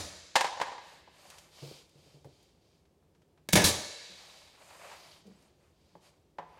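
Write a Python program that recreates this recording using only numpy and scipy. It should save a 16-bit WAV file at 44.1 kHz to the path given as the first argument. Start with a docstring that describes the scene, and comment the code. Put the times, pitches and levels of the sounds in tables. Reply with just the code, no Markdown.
"""A pneumatic nailer fixes trim at the foot of a cabinet in a small bare room that opens on empty, echoing rooms.
First one shot dies away; then wood clacks and rattles on the floor (struck noise and decaying modes).
Next the kneeling worker shifts about: pitched bumps, light ticks, friction noise, whistles of the hose.
A second shot follows: trigger, piston, nail and ringing-on (noise bursts, steel, wall boom), exhaust puff (noise).
The shifting resumes, with a few more clacks, to the end; a hush with a low drone lies under it all."""
import sys
import numpy as np
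from scipy import signal
from scipy.fft import rfft, irfft, next_fast_len
from scipy.io import wavfile
from scipy.ndimage import uniform_filter1d

SR = 44100
rng = np.random.default_rng(int(sys.argv[2]) if len(sys.argv) > 2 else 0)


def to_wav(s):
    """Save 16-bit WAV."""
    ch = np.atleast_2d(s).T  # columns
    pcm = np.round(np.clip(ch, -1, 1) * 32767)  # PCM
    wavfile.write(sys.argv[1], SR, pcm.astype(np.int16))


N = 290619
TIME_S = np.arange(N) / SR
HIT_TIME_S = np.arange(2 ** 14) / SR
LEAD_S = 0.4   # the nailer track starts this early

# shots: fire_s, level_db, extra_boom_db, exposed (share of the gun's ring not muffled by the worker)
SHOTS = [(-0.2, -6.5, 5.5, 0.26), (3.531, 0, -3, 0.94)]
# blows and ringing-on within a shot: after_firing_s, level_db, t60_s, tilt_db_per_octave, thump_db
BLOWS_AND_TAILS = [(-0.043, -31.5, .02, 0.34, -46.5), (-0.028, -48.5, 0.037, 2.5, -50.5),
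                   (-0.005, -30, .1, 6, -43.5), (0.0, -16, 0.038, 2, -11.5),
                   (0.0236, -14.5, 0.088, 0, -24.5), (0.0268, -23, 0.11, 0, -14.5),
                   (0.04, -22.5, 0.48, -2, -38), (0.089, -26.5, 0.017, -0.5, -45),
                   (0.113, -29, 0.05, 1, -21), (0.14, -31.5, 0.41, -1, -33.5)]
# colour of gun and trim under the driver: freq_hz, gain_db
GUN_COLOUR = [(59, -48), (100, -2), (156, -3.5), (219, -3), (254, -10.5), (289, -6), (568, -5),
              (1330, -15.5), (1640, -11.5), (2250, -11), (5150, -15), (6500, -14.5), (15800, -27)]
# their resonances, lift before muffling: freq_hz, width_hz, lift_db
GUN_PEAKS = [(326, 65, 4), (493, 38, -2.5), (582, 78, 6), (930, 64, 4), (1350, 100, -3), (1706, 100, 6.5),
             (2200, 95, 6.5), (3560, 96, 8), (4800, 120, 4), (5600, 78, 6), (6400, 150, 7), (9140, 310, 8),
             (10200, 250, 8), (11000, 410, -5.5)]
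# steel of the gun, level against the blow or tail, before muffling: freq_hz, level_db, t60_s
STEEL_MODES = [(1704, -20, 0.21), (2203, -18, .17), (3846, -23, .2), (3882, -21, .2), (4678, -21, 0.15),
               (6982, -23, 0.15), (9103, -23, .12)]
# boom of wall and cabinet, level against the thump: freq_hz, level_db, t60_s
BOOM_MODES = [(70.6, -14.5, 0.18), (147, -2.5, 0.16), (181, 1, 0.075), (217, -8, 0.16),
              (294.3, -19.5, 0.27)]
# colour of the exhaust air: freq_hz, gain_db
AIR_COLOUR = [(300, -22.5), (1200, -2), (2800, -10), (4200, -0.5), (7000, -3), (10000, -6.5),
              (12000, -10.5), (16000, -18.5)]
# resonances of the exhaust port, lift before muffling: freq_hz, width_hz, lift_db
PORT_PEAKS = [(1324.5, 350, -6.5), (2300, 20, 11.5), (3930, 190, 10.5), (4800, 110, 3), (5600, 240, -3.5),
              (7200, 55, 2.5), (8300, 58, 3), (10200, 110, 3.5)]
# exhaust puff: opening after firing, swell, hold before the valve closes; level against the shot
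PUFF_S, PUFF_ATTACK_S, PUFF_HOLD_S = 0.108, 0.004, 0.055
PUFF_DB, PUFF_SAG_DB_PER_S, PUFF_RELEASE_T60_S = -18.5, 164.5, 0.14
# kick as the piston returns: time after firing, level against shot and boom
RECOIL_S, RECOIL_HZ, RECOIL_DB, RECOIL_T60_S = 0.111, 84.8, -23.5, 0.3

# wooden clacks: start_s, level_db, t60_s, tilt_db_per_octave
CLACKS = [(0.355, -17, 0.07, 2), (0.3625, -17, 0.025, 1), (0.408, -22, 0.043, 1.5), (0.416, -32, 0.026, -2),
          (0.4435, -25, 0.057, -0.5), (0.465, -32.5, 0.052, 0), (0.5986, -32.5, 0.088, -1.5),
          (0.6135, -25, 0.062, -.5), (0.667, -42, 0.31, -1), (0.7169, -42, 0.16, -2.5),
          (0.7797, -40.5, 0.035, -2.5), (1.0744, -51.5, 0.05, -5), (1.2532, -58, 0.094, -12),
          (2.245, -56, 0.036, -3), (4.9133, -47.5, 0.16, 1), (5.952, -51, 0.022, -8.5),
          (6.384, -33, 0.058, -6), (6.42, -52.5, 0.21, -6), (6.572, -57, .1, -7)]
# colour of the trim: freq_hz, gain_db
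WOOD_COLOUR = [(60, -24.5), (200, -17), (450, -8), (700, -2.5), (900, -0.5), (1400, -6), (2200, -9.5),
               (4000, -13), (7500, -21), (11000, -32), (16000, -44)]
# resonances of the trim: freq_hz, width_hz, lift_db
WOOD_PEAKS = [(516, 35, 7.5), (807, 50, 7.5), (895, 160, 0), (964, 260, 7), (1300, 170, -6),
              (1633, 54, 6.5), (1880, 110, 6), (1900, 53, -5), (2090, 120, 4), (3000, 140, 1),
              (4120, 72, 1.5)]
# ringing modes of the trim, level against the contact: freq_hz, level_db, t60_s
WOOD_MODES = [(556, -12, 0.086), (830, -5.5, 0.044), (860, -9.5, 0.039), (1050, -16.5, 0.029)]
# rattle of the settling wood: start_s, end_s
RATTLE_SPAN_S = (0.53, .7)
RATTLE_PER_S, RATTLE_DB, RATTLE_FADE_DB_PER_S, RATTLE_SCATTER_DB = 45, -43.5, 28, 3
RATTLE_T60_S, RATTLE_TILT_DB_PER_OCTAVE = 0.056, -2.5
# light ticks of tool and hose: start_s, level_db, tilt_db_per_octave
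TICKS = [(1.3004, -49.5, 2), (1.383, -51, 2), (1.891, -69, 6), (2.244, -68, 5), (2.427, -68.5, 8.5),
         (2.853, -72, -3.5), (3.025, -74, -11.5), (3.149, -69.5, -4), (3.218, -69.5, -4),
         (3.3751, -64.5, -7.5), (5.267, -66, 2), (5.424, -70, 5)]
# colour of a tick: freq_hz, gain_db
TICK_COLOUR = [(300, -3.5), (1000, 3.5), (3000, 6.5), (6500, 4), (10000, -3.5), (16000, -18)]
TICK_T60_S = 0.045
# knees and feet on the floor, before thud and panel offsets: start_s, level_db, pitch_hz, t60_s
BUMPS = [(1.62, -39.5, 142.3, 0.41), (1.711, -38, 167, 0.052), (1.952, -55, 145, 0.42),
         (2.06, -53.5, 148, 0.26), (2.14, -54, 145, 0.54), (2.251, -42, 140.4, 0.15),
         (4.095, -56, 181, 0.19), (5.251, -52, 210.6, 0.46), (5.27, -48, 189.6, 0.23),
         (5.954, -49, 177, 0.097), (6.383, -55.5, 164.3, 0.47)]
# colour of floor boards under a soft contact: freq_hz, gain_db
BOARD_COLOUR = [(30, -30), (60, -8), (130, -2), (220, -5), (300, 1), (470, 4.5), (700, -7), (1500, -34),
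                (8000, -35.5)]

# shifts of the worker, shoes, hose and cloth at once: start_s, length_s, scuff_db, rub_db, swish_db
MOVES = [(0.784, 0.25, -64, -64, -69.5), (1.095, 0.43, -62, -60.5, -67), (1.495, .36, -63, -52.5, -64.5),
         (1.904, 0.34, -73.5, -64.5, -75.5), (2.169, 0.42, -78.5, -68, -80.5),
         (2.533, 0.32, -82, -73, -86.5), (3.936, 0.67, -63, -58, -67.5), (4.525, 0.5, -57.5, -61.5, -64.5),
         (4.759, 0.26, -54.5, -58, -68), (4.88, 0.36, -63.5, -56.5, -70.5), (5.19, 0.4, -72, -71, -82.5),
         (5.55, .2, -75.5, -77, -83), (5.7, 0.36, -81, -72, -86), (6.001, 0.12, -67, -64, -72),
         (6.43, 0.38, -64.5, -70, -90)]
# colour of the shoes' scuff: freq_hz, gain_db
SCUFF_COLOUR = [(200, -31.5), (550, 2.5), (1000, 0), (1600, -5.5), (2600, -5.5), (6000, -37.5)]
# colour of the hose's rub: freq_hz, gain_db
RUB_COLOUR = [(800, -13), (1700, -14), (2500, -2.5), (4700, 2.5), (7000, -7), (9000, -25), (16000, -40.5)]
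# resonances of the rubbing hose: freq_hz, width_hz, lift_db
RUB_PEAKS = [(2282, 152, 6), (2687, 330, 0), (3123, 144, 6), (3670, 154, 2.5), (4270, 200, 0.5),
             (4725, 125, 3.5)]
# colour of the cloth's swish: freq_hz, gain_db
SWISH_COLOUR = [(3000, -60), (6500, -6.5), (8500, -7.5), (11000, -14), (14000, -17.5), (16000, -44.5)]
FRICTION_POWER = 0.88   # exponent of friction amplitude on speed
LINGER_DB, LINGER_T60_S = -6.5, 0.83
# hose pulled over an edge, one list per pull, ribs passing a second: time_s, rib_rate_hz
PULLS = [
    [(1.12, 1230), (1.18, 1500), (1.26, 1735), (1.33, 1530), (1.39, 1590), (1.47, 1460), (1.58, 1700),
     (1.7, 2070), (1.84, 1340)],
    [(4.94, 1800), (5.02, 1690), (5.08, 1720), (5.16, 1670), (5.22, 1360)],
    [(5.35, 1290), (5.42, 1460), (5.49, 1340)],
    [(6.47, 1230), (6.53, 1480), (6.6, 1600)],
]
# whistles on overtones of the rib rate, level at the usual rub: multiple, level_db
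WHISTLES = [(5, -85), (6, -78), (7, -82), (8, -82), (9, -91)]
WHISTLE_FOLLOWS, USUAL_RUB_DB = 0.45, -60   # share of the rub's swing in dB about its usual level
WAVER_HZ, GRIP_DB, JITTER_RAD = 20, 4.2, 0.9   # unsteadiness of rib rate, level, phase

# reverberation: freq_hz, near_db, near_t60_s, far_db, far_t60_s
ROOMS = [(60, -10, 0.65, -24.5, 0.38), (208, -14, 0.22, -37, 0.23), (550, -12.5, 0.89, -13.5, 1.2),
         (1010, -14.5, 0.13, -8, 0.65), (2200, -7, 0.25, -16.5, 2.1), (4500, -9, 0.5, -11, 1.8),
         (7860, -7, .33, -12, .95), (15000, -18.5, .27, -22, 0.5)]
# colour of the room tone: freq_hz, gain_db
HUSH_COLOUR = [(25, -18), (42, -15.5), (55, -1.5), (80, 3), (110, -4.5), (165, -1), (240, -7.5), (370, -4),
               (600, -11.5), (1000, -19.5), (1400, -26.5), (4500, -29.5), (8000, -33), (16000, -39.5)]
# low drone in the room tone: freq_hz, width_hz, lift_db
HUSH_PEAKS = [(157, 5.2, 7.5)]
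HUSH_DB = -68
STOPBAND_HZ = 16500


def nailer():
    """Trigger, piston and driver strike and ring on, the wall booms; then the air vents and the gun kicks back."""
    out = np.zeros(N + round(LEAD_S * SR))
    boom = sum(ring(*mode) * (-1) ** k for k, mode in enumerate(BOOM_MODES))
    steel = sum(ring(*mode) for mode in STEEL_MODES)
    venting = exhaust_envelope()
    for fire_s, shot_db, boom_db, exposed in SHOTS:
        start_s = fire_s + LEAD_S
        shot_gain = from_db(shot_db)
        gun_peaks = np.array(GUN_PEAKS) * [1, 1, exposed]
        port_peaks = np.array(PORT_PEAKS) * [1, 1, exposed]
        for after_s, level_db, t60_s, tilt_db, thump_db in BLOWS_AND_TAILS:
            burst = strike(GUN_COLOUR, gun_peaks, level_db, t60_s, tilt_db)
            ringing = exposed * from_db(level_db) * steel
            thump = from_db(thump_db + boom_db) * boom
            add(out, start_s + after_s, shot_gain * (burst + ringing + thump))
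        air = rms_one(colour(rng.standard_normal(len(HIT_TIME_S)), AIR_COLOUR, port_peaks))
        add(out, start_s, shot_gain * venting * air)
        recoil = ring(RECOIL_HZ, RECOIL_DB + shot_db + boom_db, RECOIL_T60_S)
        add(out, start_s + RECOIL_S, recoil)
    return out


def exhaust_envelope():
    """The valve opens quickly, the pressure sags as the cylinder empties, then the valve closes."""
    t = np.maximum(HIT_TIME_S - PUFF_S, 0)
    opening = np.minimum(t / PUFF_ATTACK_S, 1)
    pressure = from_db(PUFF_DB - PUFF_SAG_DB_PER_S * t)
    closing = dying(np.maximum(t - PUFF_HOLD_S, 0), PUFF_RELEASE_T60_S)
    return opening * pressure * closing


def handling():
    """Contacts excite their bodies: wood clacks, tool and hose tick, knees and feet bump the boards."""
    out = np.zeros(N)
    trim = sum(ring(*mode) * (-1) ** k for k, mode in enumerate(WOOD_MODES))
    for start_s, level_db, t60_s, tilt_db in list(CLACKS) + rattle():
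        clack = strike(WOOD_COLOUR, WOOD_PEAKS, level_db, t60_s, tilt_db)
        # a dull contact puts more of its force into the low modes
        modes = from_db(level_db - 0.91 * tilt_db - 2) * trim
        add(out, start_s, clack + modes)
    for start_s, level_db, tilt_db in TICKS:
        add(out, start_s, strike(TICK_COLOUR, (), level_db, TICK_T60_S, tilt_db))
    for start_s, level_db, pitch_hz, t60_s in BUMPS:
        thud = strike(BOARD_COLOUR, (), level_db - 8.5, t60_s, tilt_db=-0.5)
        swell = 1 - np.exp(-HIT_TIME_S / 0.0078)
        panel = ring(pitch_hz, level_db + 2, 0.82 * t60_s) * swell
        add(out, start_s, thud + panel)
    return out


def rattle():
    """Small uneven touches that fade as the wood settles, as further rows of clacks."""
    start_s, end_s = RATTLE_SPAN_S
    chance = rng.standard_normal((40, 2))
    after_s = (np.arange(len(chance)) + 0.3 * chance[:, 0]) / RATTLE_PER_S
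    levels_db = RATTLE_DB - RATTLE_FADE_DB_PER_S * after_s + RATTLE_SCATTER_DB * chance[:, 1]
    return [(start_s + s, level_db, RATTLE_T60_S, RATTLE_TILT_DB_PER_OCTAVE)
            for s, level_db in zip(after_s, levels_db) if start_s + s < end_s]


def sliding():
    """Shoes, hose and cloth drag with friction noise, uneven for shoes and hose; the hose whistles as it rubs."""
    scuff, rub, swish = friction()
    scuffing = scuff * noise(SCUFF_COLOUR) * from_db(2.1 * wander(90))
    rubbing = rub * noise(RUB_COLOUR, RUB_PEAKS) * from_db(-3.64 + wander(120))
    swishing = swish * noise(SWISH_COLOUR)
    whistle_gain = (rub / from_db(USUAL_RUB_DB)) ** WHISTLE_FOLLOWS
    return scuffing + rubbing + swishing + whistle_gain * hose_whistles()


def friction():
    """Amplitudes of scuff, rub and swish follow the half-sine speed of each move and linger in the room."""
    power = np.zeros((3, N))
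    for start_s, length_s, *levels_db in MOVES:
        speed = np.sin(np.pi * np.clip((TIME_S - start_s) / length_s, 0, 1))
        power += np.outer(from_db(levels_db), speed ** FRICTION_POWER) ** 2
    kept = dying(1 / SR, LINGER_T60_S) ** 2
    lingering = from_db(LINGER_DB) ** 2 * signal.lfilter([1 - kept], [1, -kept], power + 1e-18)
    return np.sqrt(power + lingering)


def hose_whistles():
    """The ribbed hose sings near overtones of its rib rate, higher as it slides faster; each whistle wavers."""
    out = np.zeros(N)
    for pull in PULLS:
        times_s, rates_hz = np.transpose(pull)
        during = (TIME_S > times_s[0]) & (TIME_S < times_s[-1])
        rib_hz = uniform_filter1d(np.interp(TIME_S[during], times_s, rates_hz), size=1500)
        swell = signal.windows.tukey(len(rib_hz), 0.15)
        for multiple, level_db in WHISTLES:
            waver, grip, jitter = [wander(rate)[during] for rate in (40, 22, 600)]
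            phase = 2 * np.pi * np.cumsum(multiple * (rib_hz + WAVER_HZ * waver)) / SR
            gain = swell * from_db(level_db + GRIP_DB * grip)
            out[during] += gain * np.sin(phase + JITTER_RAD * jitter)
    return out


def rooms(x):
    """Noise decaying band by band: the small room answers first, the empty rooms swell later and ring on."""
    t = np.arange(int(1.5 * SR)) / SR
    edges_hz = np.geomspace(40, 17000, 16)
    white, response = rng.standard_normal((2, len(t))), 0
    onset = np.clip((t - 0.004) / 0.0067, 0, 1)
    far_onset = onset * (1 - np.exp(-t / 0.013))
    table = np.array(ROOMS)
    for k, (low, high) in enumerate(zip(edges_hz, edges_hz[1:])):
        bandpass = signal.butter(2, [low, high], "band", fs=SR, output="sos")
        band = signal.sosfilt(bandpass, white[k % 2])
        centre_hz = np.sqrt(low * high)
        near_db, near_t60_s, far_db, far_t60_s = [at_hz(table[:, [0, c]], centre_hz) for c in range(1, 5)]
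        near = from_db(near_db) * rms_one(onset * dying(t, near_t60_s))
        far = from_db(far_db) * rms_one(far_onset * dying(t, far_t60_s))
        response = response + band * np.hypot(near, far) / np.sqrt(len(t))
    return signal.fftconvolve(x, response)[:len(x)]


def room_tone():
    """Steady coloured noise with a narrow resonance heard as a low drone."""
    return from_db(HUSH_DB) * noise(HUSH_COLOUR, HUSH_PEAKS)


def strike(spectrum, peaks, level_db, t60_s, tilt_db):
    """A contact scatters into a quick broadband flurry off floor and walls, coloured by the struck body."""
    attack = 1 - np.exp(-HIT_TIME_S / 0.0009)
    flurry = rng.standard_normal(len(HIT_TIME_S)) * dying(HIT_TIME_S, t60_s) * attack
    power = uniform_filter1d(abs(rfft(flurry)) ** 2, size=70)
    flat = causal_filter(flurry, -10 * np.log10(power + 1e-12))
    sound = colour(flat, spectrum, peaks, tilt_db)
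    # the level is that of the first moments of the decay
    span_s = 0.003 + abs(t60_s) / np.log(1e6)
    return from_db(level_db) * sound / np.sqrt(np.sum(sound ** 2) / (SR * span_s))


def ring(hz, level_db, t60_s):
    """One struck mode: a sine that decays exponentially."""
    return from_db(level_db) * np.sin(2 * np.pi * hz * HIT_TIME_S) * dying(HIT_TIME_S, t60_s)


def noise(spectrum, peaks=()):
    """Steady coloured noise of rms 1."""
    return rms_one(colour(rng.standard_normal(N), spectrum, peaks))


def wander(rate_hz):
    """Random values, rate_hz new ones a second, joined by straight lines; spread somewhat under 1."""
    knots = rng.standard_normal(N // 40)
    return np.interp(TIME_S * rate_hz, np.arange(len(knots)), knots)


def colour(x, spectrum, peaks=(), tilt_db=0):
    """Pass x through a body: a smooth spectrum, resonances, and a tilt per octave that is level below 700 Hz."""
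    hz = np.fft.rfftfreq(2 * next_fast_len(len(x) // 2 + 1, True), 1 / SR)
    gain_db = at_hz(spectrum, hz) + tilt_db * np.log2(np.maximum(hz, 700) / 1000)
    for centre_hz, width_hz, lift_db in peaks:
        gain_db = gain_db + lift_db / (1 + (2 * (hz - centre_hz) / width_hz) ** 2)
    return causal_filter(x, gain_db)


def causal_filter(x, gain_db):
    """Minimum-phase filter with one gain per frequency bin: nothing rings early."""
    cepstrum = irfft(np.log(from_db(gain_db)))
    half = len(cepstrum) // 2
    cepstrum[1:half] *= 2
    cepstrum[half + 1:] = 0
    response = np.exp(rfft(cepstrum))
    return irfft(rfft(x, len(cepstrum)) * response)[:len(x)]


def from_db(db):
    """Decibels to gain."""
    return 10 ** (np.asarray(db) / 20)


def rms_one(x):
    """Scale to an rms of 1."""
    return x / np.sqrt(np.mean(x ** 2) + 1e-20)


def at_hz(points, hz):
    """Read (freq_hz, value) rows on a logarithmic frequency axis."""
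    freq_hz, value = np.transpose(points)
    return np.interp(np.log(hz + 1e-3), np.log(freq_hz), value)


def dying(t, t60_s):
    """An envelope that loses sixty decibels in t60_s."""
    return np.exp(-np.log(1000) * t / max(t60_s, 1e-3))


def add(out, start_s, sound):
    """Mix a sound in at start_s; what falls outside is dropped."""
    start = int(round(start_s * SR))
    low, high = max(start, 0), min(start + len(sound), len(out))
    if high > low:
        out[low:high] += sound[low - start:high - start]


def scene():
    """Shots and contacts with their reverberation, then friction and room tone; both channels alike."""
    impacts = nailer()   # starts LEAD_S early, so the first shot already fills the rooms
    add(impacts, LEAD_S, handling())
    mono = (impacts + rooms(impacts))[-N:] + sliding() + room_tone()
    return np.array([mono, mono])


def record(dry):
    """The loudest peaks are rounded and the top is cut."""
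    ceiling = 0.45
    rounded = ceiling * np.tanh(dry / ceiling)
    lowpass = signal.cheby2(18, 70, STOPBAND_HZ, fs=SR, output="sos")
    return signal.sosfilt(lowpass, rounded)


dry = scene()
out = record(dry)
to_wav(out)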